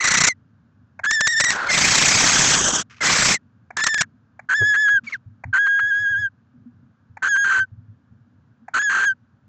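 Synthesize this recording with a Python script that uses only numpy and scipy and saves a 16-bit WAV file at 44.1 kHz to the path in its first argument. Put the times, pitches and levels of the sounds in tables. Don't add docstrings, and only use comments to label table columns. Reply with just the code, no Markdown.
import sys
import numpy as np
from scipy import signal
from scipy.fft import rfft, irfft, next_fast_len
from scipy.io import wavfile
from scipy.ndimage import uniform_filter1d

SR = 44100
rng = np.random.default_rng(int(sys.argv[2]) if len(sys.argv) > 2 else 0)


def transcribe(signal):
    frames = np.atleast_2d(signal).T
    limited = np.clip(frames, -1, 1)
    pcm = np.round(limited * 32767).astype(np.int16)
    wavfile.write(sys.argv[1], SR, pcm)


N = 418068
T = np.arange(N) / SR


def amp(db):
    return 10 ** (np.asarray(db) / 20)


def evened(x):
    return x / np.sqrt(np.mean(x ** 2) + 1e-20)


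def add(mix, start_s, sound):
    part = mix[max(round(start_s * SR), 0):][:len(sound)]
    part += sound[:len(part)]


def coloured(x, points):
    hz, db = np.transpose(points)
    f = np.fft.rfftfreq(len(x), 1 / SR)
    gain = amp(np.interp(np.log(f + 1), np.log(hz + 1), db))
    return evened(irfft(rfft(x) * gain, len(x)))


def noise(points, size):
    return coloured(rng.standard_normal(next_fast_len(size)), points)[:size]


def wander(hz, size):
    padded = next_fast_len(size + SR // 8)
    f = np.fft.rfftfreq(padded, 1 / SR)
    spectrum = rfft(rng.standard_normal(padded)) * np.exp(-.5 * (f / hz) ** 2)
    return evened(irfft(spectrum, padded))[:size]


def curves(rows):
    s, *columns = np.transpose(rows)
    t = np.arange(s[0], s[-1], 1 / SR)
    return [t] + [np.interp(t, s, c) for c in columns]


def gate(t, start, end, edge=0.013):
    return np.sin(np.pi / 2 * np.clip(np.minimum(t - start, end - t) / edge + .5, 0, 1)) ** 2


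def phase_of(hz):
    return 2 * np.pi * np.cumsum(hz) / SR


def faded(x):
    return x * signal.windows.tukey(len(x), .006 * SR / len(x))


def envelope(t, release):
    attack = np.minimum((t - t[0]) / 0.0093, 1)
    return attack * np.sin(np.pi / 2 * np.clip((t[-1] - t) / release, 0, 1)) ** 2


def patchy(x):
    z = signal.stft(x, nperseg=512)[2]
    patches = uniform_filter1d(rng.standard_normal(z.shape), 5, 0)
    patches = uniform_filter1d(patches, 3, 1)
    return signal.istft(z * amp(2.3 * evened(patches)), nperseg=512)[1][:len(x)]


def saturated(x, drive=0.85):
    sos = signal.butter(10, 8200, fs=SR, output="sos")
    return evened(x + signal.sosfiltfilt(sos, np.tanh(drive * x) / drive - x))


# (frequency_hz, relative_level_db)
HUM_COLOUR = [(12, -76.5), (20, -50), (48, -37.5), (91, -6), (114, -5.5), (161, -14), (244, -10.5),
              (352, -30.5), (810, -34.5), (1610, -30.5), (1960, -44.5), (7000, -57), (9100, -91.5),
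              (15400, -120)]
HUM_DB = -56.5


def hum(swell_db=2.5, low_hz=330):
    steady = noise(HUM_COLOUR, N)
    low = signal.sosfiltfilt(signal.butter(2, low_hz, fs=SR, output="sos"), steady)
    swell = amp(swell_db * wander(6.8, N))
    return amp(HUM_DB) * (steady + low * (swell - 1))


# (level_db before the next two changes, fade_db over the call,
# pinch_db change at the top pitch, edge_db lift of the fourth harmonic, rasp_db of the rattle's puffs,
# release_s, pitch curve [(time_s, pitch_hz before sag and drift)])
SQUEALS = [ (-19, -4, -2.5, 1.5, -5.5, 0.048, [(0, 2043), (.022, 2170), (.05, 2058), (.3, 2065),
           (.34, 1937)]), (-19, 0, -3, -0.5, -9, .06, [(1.033, 1648), (1.09, 1725), (1.145, 1829),
           (1.19, 1714), (1.28, 1808), (1.312, 1920), (1.355, 1734), (1.38, 1857), (1.52, 1915),
           (1.565, 1760)]), (-29.5, 1.5, 4, 1, -17.5, 0.025, [(1.555, 1600), (1.585, 1480), (1.64, 1526),
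           (1.69, 1434)]), (-19, -1, -8.5, -2, -3.5, 0.06, [(1.682, 2158), (1.705, 2074), (1.79, 2043)]),
           (-23, -3.5, 2.5, -13, -10, 0.024, [(3.005, 2150), (3.045, 1910)]),
           (-19, -6, -4.5, 2, -10, 0.04, [(3.335, 2190), (3.36, 2060), (3.385, 1750)]),
           (-20, -0.5, -12.5, 1, -5.5, 0.047, [(3.764, 1650), (3.785, 1810), (3.83, 1780), (3.855, 1900),
           (3.9, 1780), (3.975, 1700), (4.028, 1910), (4.056, 1546)]),
           (-16, 2.5, -8.5, -2.5, -14.5, 0.03, [(4.487, 1552), (4.53, 1592), (4.568, 1779), (4.62, 1668),
           (4.69, 1725), (4.75, 1656), (4.82, 1718), (4.875, 1654), (4.915, 1669), (4.972, 1606),
           (5.0, 1450)]), (-27.5, -2, -1, -27, -20, 0.0099, [(5.066, 2350), (5.077, 2270), (5.095, 2130)]),
           (-20.5, -8, 9, -44, -20, 0.013, [(5.122, 2330), (5.138, 2100), (5.147, 1675), (5.167, 1360)]),
           (-13.5, -5.5, -11.5, -6.5, -17.5, 0.04, [(5.527, 1572), (5.615, 1659), (5.7, 1634), (5.86, 1640),
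           (5.895, 1692), (5.92, 1606), (6.005, 1697), (6.07, 1638), (6.114, 1665), (6.15, 1579),
           (6.21, 1714), (6.293, 1540)]), (-15.5, 0, -7, 12.5, -12, 0.048, [(7.22, 1580), (7.3, 1689),
           (7.352, 1598), (7.415, 1639), (7.55, 1605), (7.63, 1537), (7.658, 1514)]),
           (-17, 1, -6, 11.5, -10, 0.037, [(8.735, 1568), (8.836, 1715), (8.89, 1610), (8.94, 1656),
           (9.0, 1616), (9.07, 1660), (9.1, 1551), (9.14, 1507)])]
# (start_s, end_s, slip_depth 0-1)
RATTLES = [(0, 0.293, 0.74), (1.038, 1.064, 0.91), (1.502, 1.676, .9), (1.718, 1.78, 0.26),
           (3.763, 3.817, .7), (3.87, 3.89, 0.95), (4.007, 4.064, 0.87), (4.479, 4.542, 0.69),
           (4.741, 4.764, 0.57), (4.879, 4.899, 0.28), (5.118, 5.141, 0.44), (5.537, 5.585, 0.68),
           (5.663, 5.681, 0.55), (5.794, 5.805, 0.7), (7.22, 7.286, .72), (7.357, 7.373, 0.53),
           (7.443, 7.601, 0.56), (8.738, 8.793, 0.98), (8.81, 8.828, 0.41), (8.895, 9.054, 0.66)]
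# (pitch_hz, second_db, third_db, fourth_db relative to the first harmonic)
OVERTONES = [(1510, -29, -41, -53), (1616, -25.5, -49, -31), (1666, -23, -39, -25.5),
             (1713, -19, -21.5, -21.5), (1810, -13, -7.5, -10.5), (1916, -11, -8, -12.5),
             (2000, -13, -7, -28.5), (2240, -13.5, -17.5, -39.5)]
SECOND_EDGE_SHARE, THIRD_EDGE_SHARE = .15, 0.34
FIFTH_DB = -18
RECORDER_TOP_HZ, RECORDER_FALL_DB_PER_HZ = 8050, 0.1
LEAK_DB = -46.5
PINCH_WIDTH_HZ = 46
RATTLE_SAG = .055
# (frequency_hz, relative_level_db)
PUFF_COLOUR = [(30, -19.5), (400, -0.5), (800, -9.5), (1100, 12), (1900, -5.5), (2300, 5), (2800, 2),
               (3700, -9), (4300, 2), (5000, -18.5), (6600, 1.5), (7900, -9.5), (8600, -27), (9300, -59)]


def squeal(db, fade_db, pinch_db, edge_db, rasp_db, release, pitch, slip_hz=135, slip_lag=1.9,
           flutter_hz=380, flutter=0.11, shiver=0.33, air_db=-15):
    t, hz = curves(pitch)
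    size = len(t)
    depth = sum(np.clip(d, 0, 1) * gate(t, a, b) for a, b, d in RATTLES)
    cracked = np.clip(sum(gate(t, s - w / 2, s + w / 2) for s, w, _ in STUTTER + CRACKS), 0, 1)
    pinch = np.exp((hz - hz.max()) / PINCH_WIDTH_HZ)
    swell = envelope(t, release)
    level = swell * amp(db + fade_db * np.linspace(0, 1, size) + pinch_db * pinch)
    hz = hz * (1 - RATTLE_SAG * depth)

    steps, *harmonics = np.transpose(OVERTONES)
    second_db, third_db, fourth_db = [np.interp(hz, steps, h) for h in harmonics]
    second_db = second_db + SECOND_EDGE_SHARE * edge_db
    third_db = third_db + THIRD_EDGE_SHARE * edge_db
    fourth_db = fourth_db + edge_db
    fifth_db = fourth_db + FIFTH_DB - RECORDER_FALL_DB_PER_HZ * np.maximum(5 * hz - RECORDER_TOP_HZ, 0)

    bend = sum((t - s) / w * np.exp(-((t - s) / w) ** 2) for s, w, _ in STUTTER + CRACKS)
    waver = wander(15, size)
    strain = amp(np.minimum(third_db, -8))
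    drift = .11 * bend + (.002 + .035 * strain) * wander(70, size) + .005 * waver

    cycle = phase_of(slip_hz * np.exp(0.41 * wander(90, size)))
    slips = depth * np.cos(cycle / 2) ** 6
    lag = slip_lag * depth * np.sin(cycle) / (2 - np.cos(cycle)) * wander(64, size)
    lag += (flutter * depth + 0.0062) * wander(flutter_hz, size)
    phase = phase_of(hz * (1 + drift))
    levels = [second_db, third_db, fourth_db, fifth_db]
    overtones = sum(amp(h) * np.sin(k * phase + 2 * lag) for k, h in enumerate(levels, 2))

    strength = (1 - slips) * (1 + shiver * depth * wander(flutter_hz, size))
    strength *= (1 + 0.041 * depth) * (1 - .5 * cracked)
    strength *= amp(-.7 * waver + 4 * strain * wander(50, size))
    sidebands = 1 + amp(third_db - 7.5) * np.sin(phase / np.e + wander(60, size))
    tone = np.sqrt(2) * strength * (np.sin(phase + lag) + swell * overtones * sidebands)

    leak = amp(LEAK_DB) + amp(air_db + np.maximum(third_db, fourth_db - 11))
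    air = leak * noise(CRACK_COLOUR, size)
    puffs = (.45 * depth + 1.1 * slips) * noise(PUFF_COLOUR, size)
    return t[0], faded(level * (tone + air + swell * amp(rasp_db) * puffs))


# (middle_s, length_s, level_db before the common cut)
CRACKS = [(1.112, .006, -14), (1.211, 0.0077, -12.5), (1.275, 0.0088, -12), (1.407, 0.015, -12),
          (1.444, 0.011, -15), (1.506, 0.0037, -10), (3.772, 0.0058, -18.5), (3.805, 0.0035, -23),
          (3.842, 0.008, -14), (3.871, 0.0112, -12.5), (3.945, 0.0058, -16.5), (3.982, 0.008, -23),
          (4.015, 0.014, -12.5)]
STUTTER_START_S, STUTTER_PERIOD_S, STUTTER_LENGTH_S = .05, .0327, .019
STUTTER_DB, STUTTER_GROWTH_DB = -15, 0.61
STUTTER = [(STUTTER_START_S + k * STUTTER_PERIOD_S, STUTTER_LENGTH_S, STUTTER_DB + k * STUTTER_GROWTH_DB)
           for k in range(8)]
# (frequency_hz, relative_level_db)
CRACK_COLOUR = [(20, -20.5), (150, 1.5), (400, -10.5), (1000, -4.5), (1500, 7.5), (2200, 3.5), (3000, -6.5),
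                (4200, 0), (4800, -4.5), (5600, 2), (7500, 1), (8300, -14), (9100, -40), (16000, -52)]


def cracks(cut_db=-2.0):
    level = sum(amp(db) * gate(T, s - w / 2, s + w / 2, edge=0.0042) for s, w, db in STUTTER + CRACKS)
    return amp(cut_db) * level * saturated(evened(patchy(noise(CRACK_COLOUR, N))))


# (start_s, level_db before the gain and the noise)
BEAK_CLICKS = [(0.994, -20), (3.707, -24.5), (4.395, -26), (5.44, -22), (7.172, -25.5), (8.684, -25)]
# (frequency_hz, relative_level_db)
BEAK_COLOUR = [(100, -15), (400, -16), (750, 12), (1200, -2), (1600, 5), (2300, 2), (3100, -49.5),
               (4300, -29), (5200, -31), (7000, -23.5), (9000, -61)]


def beak_click(s, db, lead=.004, ring=0.0013, tail_db=-25, tail=0.04, gain_db=-7):
    t = np.arange(SR // 16) / SR
    snap = (t / ring) ** 4 * np.exp(-t / ring)
    box_tail = amp(tail_db) * np.exp(-t / tail) * np.minimum(t / lead / 2, 1)
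    shape = snap / snap.max() + box_tail
    return s - lead, amp(db + gain_db) * shape * noise(BEAK_COLOUR, len(t))


# (time_s, level_db before throb and grain,
# throat_posture: 0 = shut growl, 1 = wide scream, 2 and above = hollow rasp)
SCREECHES = [
    [(1.455, -32, 0.29), (1.52, -25, 0.66), (1.59, -26.5, 0), (1.68, -25.5, 0.0062), (1.72, -19, 0.92),
     (1.85, -16, 0.95), (2.12, -15.5, 1.085), (2.54, -15.5, 1.42), (2.6, -19, 1.93), (2.732, -16.5, 1.9)],
    [(2.718, -23.5, 1.87), (2.755, -18, 2.6), (2.78, -23.5, 1.83), (2.835, -20, 1.7)],
    [(3.004, -29, .4), (3.05, -16.5, 0.81), (3.17, -16.5, 0.87), (3.33, -16, 1.14), (3.38, -34, 1.13)],
]
# (frequency_hz, relative_level_db)
GROWL = [(100, -28), (450, -9), (1200, -6), (1480, -1), (1800, -7.5), (3100, -26), (3800, -30.5),
         (4900, -36.5), (6300, -29), (8300, -43.5), (9000, -79)]
SCREAM = [(20, -10), (55, -13), (155, 4), (400, -10), (1100, -3.5), (1700, -3), (2400, -1), (2850, -6.5),
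          (4300, -5.5), (5400, -2), (7700, -4), (8300, -18.5), (9100, -36), (16000, -43.5)]
HOLLOW = [(25, -7.5), (150, 2), (700, -2), (1500, -2), (2250, -17.5), (2750, -8.5), (3200, 1), (4100, -17),
          (5000, -9.5), (6300, 3.5), (7900, -4), (8500, -19.5), (9300, -50.5)]


def screech(rows, pitch_hz=2100, sag=.24, voiced_db=-1, throb_hz=29.9, throb_db=2.0, grain=0.15, release=0.039):
    t, db, posture = curves(rows)
    size = len(t)
    hz = pitch_hz * (1 - sag * np.minimum(2 * abs(posture - 1), 1))
    lurch = .12 * np.clip(posture, .3, 1) * wander(45, size)
    chaos = .05 + .1 * np.exp(.7 * wander(30, size))
    phase = phase_of(hz * (1 + lurch + chaos * wander(500, size)))
    turbulence = rng.standard_normal(size)
    harmonics = sum(np.sin(k * phase) for k in range(1, 5)) / 2
    source = patchy(turbulence + amp(voiced_db) * harmonics)

    shares = [np.maximum(1 - abs(np.clip(posture, 0, 2) - k), 0) for k in range(3)]
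    throats = [GROWL, SCREAM, HOLLOW]
    voice = sum(share * coloured(source, throat) for share, throat in zip(shares, throats))
    throb = np.sin(phase_of(throb_hz * (1 + 0.14 * wander(19.2, size))))
    throb *= np.interp(t, [2.05, 2.2, 3.1], [1.2, .45, .7])
    level = amp(db + throb_db * throb) * (1 + grain * wander(200, size))
    return t[0], envelope(t, release) * level * saturated(evened(voice))


# (start_s, length_s, level_db before the swell and decay)
BRUSHES_AND_BREATHS = [(2.896, 0.08, -45), (2.96, 0.06, -47), (5.035, 0.1, -46.5), (5.086, 0.091, -41),
                       (5.934, 0.11, -50.5)]
# (frequency_hz, relative_level_db)
BRUSH_COLOUR = [(30, -20.5), (400, -2.5), (800, -10), (1200, 9.5), (2600, 7), (3700, -3.5), (6500, -3.5),
                (7800, -17), (9300, -53)]


def brush_or_breath(s, length, db, clumps_db=3, rise=0.011):
    t = np.arange(0, length, 1 / SR)
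    shape = np.minimum(t / rise, 1) * (1 - t / length)
    clumps = amp(clumps_db * wander(200, len(t)))
    return s, amp(db) * shape * evened(noise(BRUSH_COLOUR, len(t)) * clumps)


def ringing_wood(db, modes, rise=0.054):
    t = np.arange(SR // 3) / SR
    ring = sum(amp(level - 60 * t / t60) * np.sin(2 * np.pi * hz * rng.uniform(.94, 1.06) * t)
               for hz, level, t60 in modes)
    ring *= 1 - np.exp(-t / rise)
    return amp(db) * ring / abs(ring).max()


# (start_s, peak_db)
BUMPS = [(4.606, -21), (4.929, -41), (5.26, -34), (5.452, -27), (5.827, -39.5), (5.994, -38), (6.1, -35),
         (6.151, -39), (6.189, -32), (7.097, -40.5), (7.582, -37), (7.716, -32.5), (7.776, -34.5),
         (7.883, -35.5), (8.111, -39.5)]
# (pitch_hz, relative_level_db, t60_s)
BOX_MODES = [(98.2, 4.5, 0.15), (111.1, 4.5, 0.14), (158, -2, 0.091), (240, -14.5, 0.21)]


def foot_bump(s, db):
    return s, ringing_wood(db, BOX_MODES)


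# (start_s, level_db before the noise)
WING_SLAP = (4.612, -28.5)
# (frequency_hz, relative_level_db)
SLAP_COLOUR = [(100, -15.5), (450, 7), (900, -10.5), (1500, -12), (6000, -50.5)]


def wing_slap(s, db, swell=0.0065):
    t = np.arange(SR // 8) / SR
    return s, amp(db) * t / swell * np.exp(1 - t / swell) * noise(SLAP_COLOUR, len(t))


# (start_s, peak_db)
KNOCKS = [(5.031, -41), (6.54, -44), (6.657, -36.5), (6.825, -50.5), (8.616, -46)]
# (pitch_hz, relative_level_db, t60_s)
WALL_MODES = [(239, 0, 0.1)]


def wall_knock(s, db):
    return s, ringing_wood(db, WALL_MODES)


def scene():
    mix = hum() + cracks()
    for row in SQUEALS:
        add(mix, *squeal(*row))
    for row in BEAK_CLICKS:
        add(mix, *beak_click(*row))
    for rows in SCREECHES:
        add(mix, *screech(rows))
    for row in BRUSHES_AND_BREATHS:
        add(mix, *brush_or_breath(*row))
    for row in BUMPS:
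        add(mix, *foot_bump(*row))
    add(mix, *wing_slap(*WING_SLAP))
    for row in KNOCKS:
        add(mix, *wall_knock(*row))
    return mix[None]


EDGE_HZ = 15800


def record(dry):
    lowpass = signal.firwin(511, EDGE_HZ, window=("kaiser", 9), fs=SR)
    return signal.oaconvolve(dry, lowpass[None], "same")


dry = scene()
out = record(dry)
transcribe(out)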